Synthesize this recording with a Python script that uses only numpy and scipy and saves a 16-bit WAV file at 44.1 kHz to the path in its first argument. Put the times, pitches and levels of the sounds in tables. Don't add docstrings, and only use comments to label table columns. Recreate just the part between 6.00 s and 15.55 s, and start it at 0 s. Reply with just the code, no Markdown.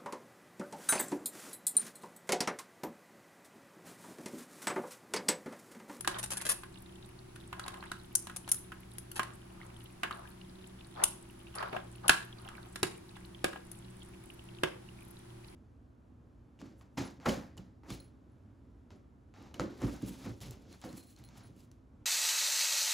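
import sys
import numpy as np
from scipy import signal
from scipy.fft import rfft, irfft
from scipy.io import wavfile
from scipy.ndimage import uniform_filter1d

SR = 44100
rng = np.random.default_rng(int(sys.argv[2]) if len(sys.argv) > 2 else 0)


def put_to_file(sound):
    columns = np.atleast_2d(sound).T
    safe = np.clip(columns, -1, 1)
    whole_steps = np.round(safe * 32767)
    wavfile.write(sys.argv[1], SR, whole_steps.astype(np.int16))


N = 421145
SIZE = 8192
T = np.arange(SIZE) / SR
TOP_HZ = 16200

# start_s, level_db, pitch_hz of the struck patch, click_db relative to the blow
KNOCK_EVENTS = [(0.047, -10, 1660, -10), (0.075, 3, 1000, -4), (0.634, -13, 1143, -17),
                (1.36, -21.5, 1450, -5), (1.528, -7.5, 1070, -17), (1.595, -10.5, 1350, -5.5),
                (1.662, -13, 850, -14), (1.68, -9, 1100, -4.5), (1.741, -14.5, 1000, -14),
                (1.826, -15, 1000, -23), (1.838, -17.5, 1680, -16), (1.916, -7, 1420, -7.5),
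                (2.27, -15.5, 990, -2.5), (2.297, -12, 1470, -14), (2.477, -15.5, 930, -6),
                (2.719, -13, 1480, -17), (3.194, 4, 1084, -15), (3.231, -14.5, 1910, -1.5),
                (4.033, 4.5, 1480, -19.5), (4.109, -5.5, 1243, -19), (5.627, -5.5, 870, -22),
                (5.728, -11, 320, -26), (5.764, -4.5, 680, -28), (6.0939, 15, 1575, -7),
                (6.106, 0, 1235, -15), (6.487, -17.5, 1670, -7), (6.758, -10.5, 1707, -3),
                (6.8299, 1, 328, -0.5), (7.166, -20.5, 940, -12), (7.443, 4.5, 534, -8),
                (7.531, -13.5, 1650, -19), (7.559, -13, 800, -29), (8.634, 4, 440, -15)]
# start_s, level_db, slip_s (length of the slip), pitch_hz of the arm's brightest ring
TONG_SLIPS = [(0.008, -11.5, 0.0047, 10100), (0.185, -9, 0.02, 9600), (0.229, -4.5, 0.025, 7900),
              (0.26, -19, 0.0059, 8800), (0.3044, -7, 0.015, 7900), (0.316, -5, 0.032, 8450),
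              (0.37, -6, 0.012, 8800), (0.412, -10, 0.017, 8360), (0.452, -3.5, 0.036, 8250),
              (0.49, 5, 0.044, 9800), (2.152, 9, 0.0034, 7360), (2.362, -8, 0.0079, 8200),
              (2.489, -11.5, 0.0093, 9550), (2.5155, 6, 0.0073, 10100), (2.544, -10, 0.0027, 9500),
              (2.983, -13, 0.0049, 10700), (3.115, -16, 0.0053, 12400), (3.157, -13, 0.032, 10000),
              (5.037, 9.5, 0.004, 8480), (5.552, -15.5, 0.0066, 9200), (6.0803, 2, 0.003, 9300),
              (7.715, -17, 0.0016, 10600)]
# hardest_press_s, build_s, fade_s, level_db, pitch_hz of the rubbed wall
LEG_SCRAPES = [(0.16, 0.082, 0.034, -42.5, 1400), (0.51, 0.24, 0.063, -49, 1520),
               (1.66, .17, 0.32, -54.5, 1070), (3.2, 0.073, 0.21, -54.5, 1278),
               (3.65, 0.28, 0.25, -62, 955), (4.047, 0.024, 0.021, -40, 1350),
               (4.13, 0.07, 0.23, -53, 1000), (5.035, 0.092, 0.032, -40.5, 875),
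               (5.6, .065, 0.12, -40, 1170), (5.74, 0.033, 0.066, -41, 750),
               (6.054, 0.029, 0.033, -43.5, 860), (6.47, 0.13, 0.29, -55.5, 1090)]
# start_s, level_db
CLAW_CLACKS = [(4.033, -13), (5.038, 1.5), (6.081, 2), (6.0949, 11), (7.449, -12), (8.635, -0.5)]
BUBBLE_TIMES = [0.757, 3.858, 4.274, 4.414, 4.642, 4.81, 5.468, 5.541, 6.327, 6.45, 7.347, 8.02, 8.301,
                8.393, 8.488, 8.586, 8.888]

# frequency_hz, gain_db
WALL_COLOUR = [(100, -48), (550, -12), (1100, 4), (1600, 6.5), (2100, -3.5), (2400, -5), (2850, -1.5),
               (5200, -29)]
# frequency_hz, gain_db
THUD_COLOUR = [(50, -12), (140, 7.5), (280, 2), (370, 13), (490, -14), (720, -4), (1000, -19.5), (2050, -3),
               (3700, -14), (4500, -33.5)]
# frequency_hz, gain_db
CLICK_COLOUR = [(500, 2), (2500, -3), (4000, 4), (6000, -3), (10200, 0.5), (16000, -24.5)]
# frequency_hz, gain_db
STEEL_COLOUR = [(500, -63), (3000, -31), (5400, -4), (8800, -1), (10200, 6), (13000, -7), (16000, -21)]
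# frequency_hz, gain_db
SHELL_COLOUR = [(380, -4.5), (1550, 2), (2200, -3.5), (3000, -1.5), (7000, -10), (16000, -50)]
# frequency_hz, gain_db
DRAG_COLOUR = [(150, -42), (380, -1.5), (1400, 2), (2100, -19), (4500, -19), (14000, -69)]

# pitch_hz, relative_level_db
TUB_RINGS = [(327, -3), (704, -1), (1052, 6), (1180, -6), (1560, 1), (1640, 13.5), (2770, -6)]
TUB_T60_S = 0.18
# pitch_hz, relative_level_db, t60_s (time to fall by 60 dB when let ring)
TONG_RINGS = [(6320, 0, 0.23), (7430, 0, 0.087), (8710, 3.5, 0.12), (9220, 5.5, 0.072), (10040, 1.5, 0.55)]

# pitch_hz, level_db (rms, before they waver)
HUM_TONES = [(61.5, -64.5), (119.5, -58.5), (186.3, -61.5), (338.5, -63), (371, -66.5)]
# frequency_hz, relative_level_db (per Hz)
AIR_COLOUR = [(25, 1.5), (55, 4), (180, 3.5), (370, -3), (480, -14.5), (950, -11), (2800, -19.5),
              (6500, -27), (8800, -27.5), (10200, -20.5), (12500, -35.5)]
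AIR_DB = -53
# frequency_hz, t60_s
ROOM_FADE = [(300, 0.41), (1200, 0.35), (15000, 0.28)]
# frequency_hz, side_gain_db
STEREO_WIDTH = [(85, -21.5), (280, -5), (520, 7.5), (1200, -3), (3000, 0.5)]
# frequency_hz, left_minus_right_db
NEAR_BALANCE = [(300, -5), (650, 7), (1400, -0.5), (2900, -8), (6000, 2.5), (9000, 7)]

THUD_EVEN_HZ, THUD_DB_PER_OCTAVE = 577, 7.5
SHELL_DB, SHELL_DB_PER_DB, SHELL_DB_PER_DOUBLING, USUAL_SLIP_S = -8.5, -0.62, 4, 0.0087
SPINES_DB, SPINES_DB_PER_DB = -29.5, 1
CATCHES_PER_S, FIRM_PRESS_DB, CATCH_RATE_DB_PER_DB = 520, -41, 0.3
CATCH_S = 0.0022


def undb(db):
    return 10 ** (np.asarray(db) / 20)


def along(points, hz):
    f, value = np.transpose(points)
    return np.interp(np.log(np.maximum(hz, 1)), np.log(f), value)


def bins(size):
    return np.fft.rfftfreq(size, 1 / SR)


def unit(x):
    return x / np.sqrt(np.mean(x ** 2))


def through(x, response):
    return signal.fftconvolve(x, response, axes=-1)[:, :x.shape[-1]]


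def colour(x, points):
    cepstrum = irfft(np.log(undb(along(points, bins(SIZE)))))
    cepstrum[1:SIZE // 2] *= 2
    cepstrum[SIZE // 2 + 1:] = 0
    response = irfft(np.exp(rfft(cepstrum)))
    return through(x, response[None])


def resonance(x, hz, sharpness):
    b, a = signal.iirpeak(min(hz, TOP_HZ), sharpness, fs=SR)
    return signal.lfilter(b, a, x)


def add(track, s, sound):
    i = max(int(s * SR), 0)
    track[:, i:i + sound.shape[-1]] += sound[:, :N - i]


def walk(rate):
    k = int(SR / rate)
    steps = np.repeat(rng.standard_normal(N // k + 1), k)
    smooth = uniform_filter1d(uniform_filter1d(steps, k), k)
    return unit(smooth[:N])


def burst(envelope, shared, size=60):
    noise = rng.standard_normal((3, SIZE))
    spectrum = rfft((noise[:2] + shared * noise[2]) * envelope)
    power = uniform_filter1d(np.abs(spectrum) ** 2, size=size)
    return irfft(spectrum / np.sqrt(power)) * (T < T[-1] / 2)


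def ring(modes, grip=1):
    t = np.arange(SR // 2) / SR
    total = 0
    for hz, db, t60 in modes:
        phase = 0.66 * rng.random((2, 1))
        total = total + undb(db - 60 * grip * t / t60) * np.sin(2 * np.pi * (hz * t + phase))
    return unit(total) / np.sqrt(len(t))


def kitchen(waver_db=2.5, drift=0.14, lag_s=0.00032):
    noise = rfft(rng.standard_normal((2, N)))
    air = unit(irfft(noise * undb(along(AIR_COLOUR, bins(N))), N))
    arrival = np.arange(N) / SR - np.array([[lag_s], [0]])
    hum = 0
    for hz, db in HUM_TONES:
        level = undb(db + waver_db * walk(9)) * np.sqrt(2)
        wander = drift * np.sqrt(hz / 10) * walk(10)
        hum = hum + level * np.sin(2 * np.pi * hz * arrival + wander)
    return undb(AIR_DB) * air + hum


def jerks(slip_s, gap_s=0.0022, uneven=0.7, scatter_db=3.0):
    pace, size = np.clip(rng.standard_normal((2, SIZE // 16)), -2, 2)
    times = np.cumsum(gap_s * np.exp(uneven * pace))
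    times = times - times[0]
    done = np.minimum(times / slip_s, 1)
    force = undb(scatter_db * size) * (1 - done ** 2)
    taps = np.bincount((times * SR).astype(int), force, SIZE)[None, :SIZE]
    return unit(taps) / np.sqrt(SIZE)


def tongs(bite_s=0.00038, catch_s=0.0026, ring_db=-31, held_db=-10, grip=9,
          broad_db=-7, bright_db=-1, sharpness=2.77, scuff_db=-2.0):
    steel, shell = np.zeros((2, 2, N))
    for s, db, slip_s, hz in TONG_SLIPS:
        shell_db = SHELL_DB + SHELL_DB_PER_DB * db
        shell_db += SHELL_DB_PER_DOUBLING * np.log2(slip_s / USUAL_SLIP_S)
        envelope = (1 - np.exp(-T / bite_s)) * np.exp(-T / catch_s)
        spot = burst(envelope, shared=0.43, size=170)
        contact = undb(db) * through(spot, jerks(slip_s))
        bright = resonance(contact, hz, sharpness)
        add(steel, s, undb(broad_db) * contact + undb(bright_db) * bright)
        add(shell, s, undb(shell_db) * contact)
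    arms = undb(held_db) * ring(TONG_RINGS, grip) + undb(ring_db) * ring(TONG_RINGS)
    scuff = undb(scuff_db) * colour(steel, STEEL_COLOUR)
    return scuff + through(steel, arms) + colour(shell, SHELL_COLOUR)


def knocks(wall_s=0.0048, thud_s=0.0073, click_s=0.0028, panel_s=0.001, panel_db=-9,
           floor_db=-1, floor_sharpness=0.92, ring_db=-15, contact_s=0.00061):
    wall, thud, click, panel, push = np.zeros((5, 2, N))
    contact = 1 - np.exp(-T / contact_s)
    for s, db, hz, click_db in KNOCK_EVENTS:
        thud_db = db + THUD_DB_PER_OCTAVE * np.log2(THUD_EVEN_HZ / hz)
        thump = undb(thud_db) * burst(contact * np.exp(-T / thud_s), shared=0)
        add(wall, s, undb(db) * burst(contact * np.exp(-T / wall_s), shared=0.4))
        add(thud, s, thump)
        floor = resonance(resonance(thump, hz, floor_sharpness), hz, floor_sharpness)
        add(panel, s, undb(floor_db) * floor)
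        snap = burst(contact * np.exp(-T / click_s), shared=0.55, size=400)
        add(click, s, undb(db + click_db) * snap)
        flex = T * np.exp(-T / panel_s) * np.sin(2 * np.pi * hz * T)
        add(panel, s, undb(db + panel_db) * unit(flex[None]) / np.sqrt(SIZE))
        add(push, s, undb([[db + ring_db]]))
    blows = colour(wall, WALL_COLOUR) + colour(thud, THUD_COLOUR) + colour(click, CLICK_COLOUR) + panel
    tub_ring = ring([(hz, db, TUB_T60_S) for hz, db in TUB_RINGS])
    return blows, through(push, tub_ring)


def pop(hz, pop_s):
    crack = rng.standard_normal((2, SIZE // 8)) * np.exp(-T[:SIZE // 8] / pop_s)
    return resonance(resonance(crack, hz, 4), hz, 4)


def scrapes(uneven=0.5, scatter_db=2.5, drag_db=5, panel_db=9, bumps_per_s=75, bump_db=28,
            bump_spread=0.49):
    drag, panel, hiss, bumps = np.zeros((4, 2, N))
    for top, build_s, fade_s, db, hz in LEG_SCRAPES:
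        start = top - build_s
        rate = CATCHES_PER_S * undb(CATCH_RATE_DB_PER_DB * (db - FIRM_PRESS_DB))
        pace, size = np.clip(rng.standard_normal((2, SIZE // 16)), -2, 2)
        times = start + np.cumsum(np.exp(uneven * pace)) / rate
        pressure = np.interp(times, [start, top, top + fade_s], [0, 1, 0])
        force = pressure * undb(scatter_db * size) * np.sqrt(SR / rate)
        slips = np.bincount(((times - start) * SR).astype(int), force, SR)[:SR]
        fade = unit(np.exp(-T / CATCH_S))[None] / np.sqrt(SIZE)
        shudder = through(slips[None], fade) * rng.standard_normal((2, SR))
        add(drag, start, undb(db) * shudder)
        add(panel, start, undb(db) * resonance(resonance(shudder, hz, 1.66), hz, 1.66))
        add(hiss, start, undb(SPINES_DB + SPINES_DB_PER_DB * db) * shudder)
        chances = rng.random((len(times), 2))
        shifts = 2 * bump_spread * rng.standard_normal(len(times))
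        bump_gain = undb((db + FIRM_PRESS_DB) / 2 + bump_db)
        for s, press, (luck, weight), octaves in zip(times, pressure, chances, shifts):
            if press > 0 and luck < bumps_per_s / rate:
                bump = pop(hz * 2 ** np.clip(octaves, -.5, 2), CATCH_S)
                add(bumps, s, bump_gain * press * weight * bump)
    rub = undb(drag_db) * colour(drag, DRAG_COLOUR) + undb(panel_db) * panel
    return colour(bumps, SHELL_COLOUR) + rub + colour(hiss, STEEL_COLOUR)


def froth(count, hz, db, spread, pop_s, cluster_s=0.025):
    out = np.zeros((2, N))
    pairs = np.repeat(rng.uniform(0, N / SR, count), 2)
    times = pairs + rng.exponential(cluster_s, 2 * count)
    variety = np.clip(rng.standard_normal((2 * count, 2)), -2, 1.5)
    for s, (pitch, size) in zip(times % (N / SR), variety):
        add(out, s, undb(db + 4 * size) * pop(hz * np.exp(spread * pitch), pop_s))
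    return out


def bubbles(db=-31, pop_s=0.0028, hz=2800, spread=0.055):
    out = np.zeros((2, N))
    for s in BUBBLE_TIMES:
        pitch_hz = hz * np.exp(spread * rng.standard_normal())
        add(out, s, undb(db) * pop(pitch_hz, pop_s))
    return out


def clacks(clack_s=0.0023, hollow_hz=2850, sharpness=4, hollow_db=3, shell_db=-6):
    crack = np.zeros((2, N))
    for s, db in CLAW_CLACKS:
        add(crack, s, undb(db) * burst(np.exp(-T / clack_s), shared=0))
    hollow = resonance(crack, hollow_hz, sharpness)
    return undb(hollow_db) * hollow + undb(shell_db) * colour(crack, SHELL_COLOUR)


def room(x, wet_db, build_s=0.00069, patchy_db=2.0):
    t = np.arange(int(SR * .6)) / SR
    f, tail = bins(len(t)), 0
    noise = rfft(rng.standard_normal((2, len(t))))
    centres = np.transpose(ROOM_FADE)[0]
    for (hz, t60), weights in zip(ROOM_FADE, np.eye(len(centres))):
        band = irfft(noise * along(np.c_[centres, weights], f), len(t))
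        tail = tail + band * undb(-60 * t / t60)
    patches = undb(patchy_db * walk(500)[:len(t)])
    tail = unit(tail * patches * (1 - np.exp(-t / build_s))) / np.sqrt(len(t))
    return undb(wet_db) * through(x, tail)


def aim(x):
    halves = np.array([[.5], [-.5]])
    return irfft(rfft(x) * undb(halves * along(NEAR_BALANCE, bins(N))), N)


def scene():
    hum = kitchen()
    steel = tongs()
    blows, ringing = knocks()
    tub = blows + scrapes() + clacks()
    pops = froth(count=150, hz=3100, db=-43, spread=.2, pop_s=.0035) + bubbles()
    fizz = froth(count=110, hz=9850, db=-46.0, spread=0.12, pop_s=0.0026)
    echoes = room(tub, wet_db=-6.5) + room(steel, wet_db=-9.5)
    return aim(tub + steel) + ringing + echoes + pops + fizz + hum


def record(dry):
    mid, side = (dry[0] + dry[1]) / 2, (dry[0] - dry[1]) / 2
    side = irfft(rfft(side) * undb(along(STEREO_WIDTH, bins(N))), N)
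    treble_cut = signal.ellip(8, .2, 70, TOP_HZ, fs=SR, output="sos")
    return signal.sosfilt(treble_cut, [mid + side, mid - side])


dry = scene()
out = record(dry)
put_to_file(out)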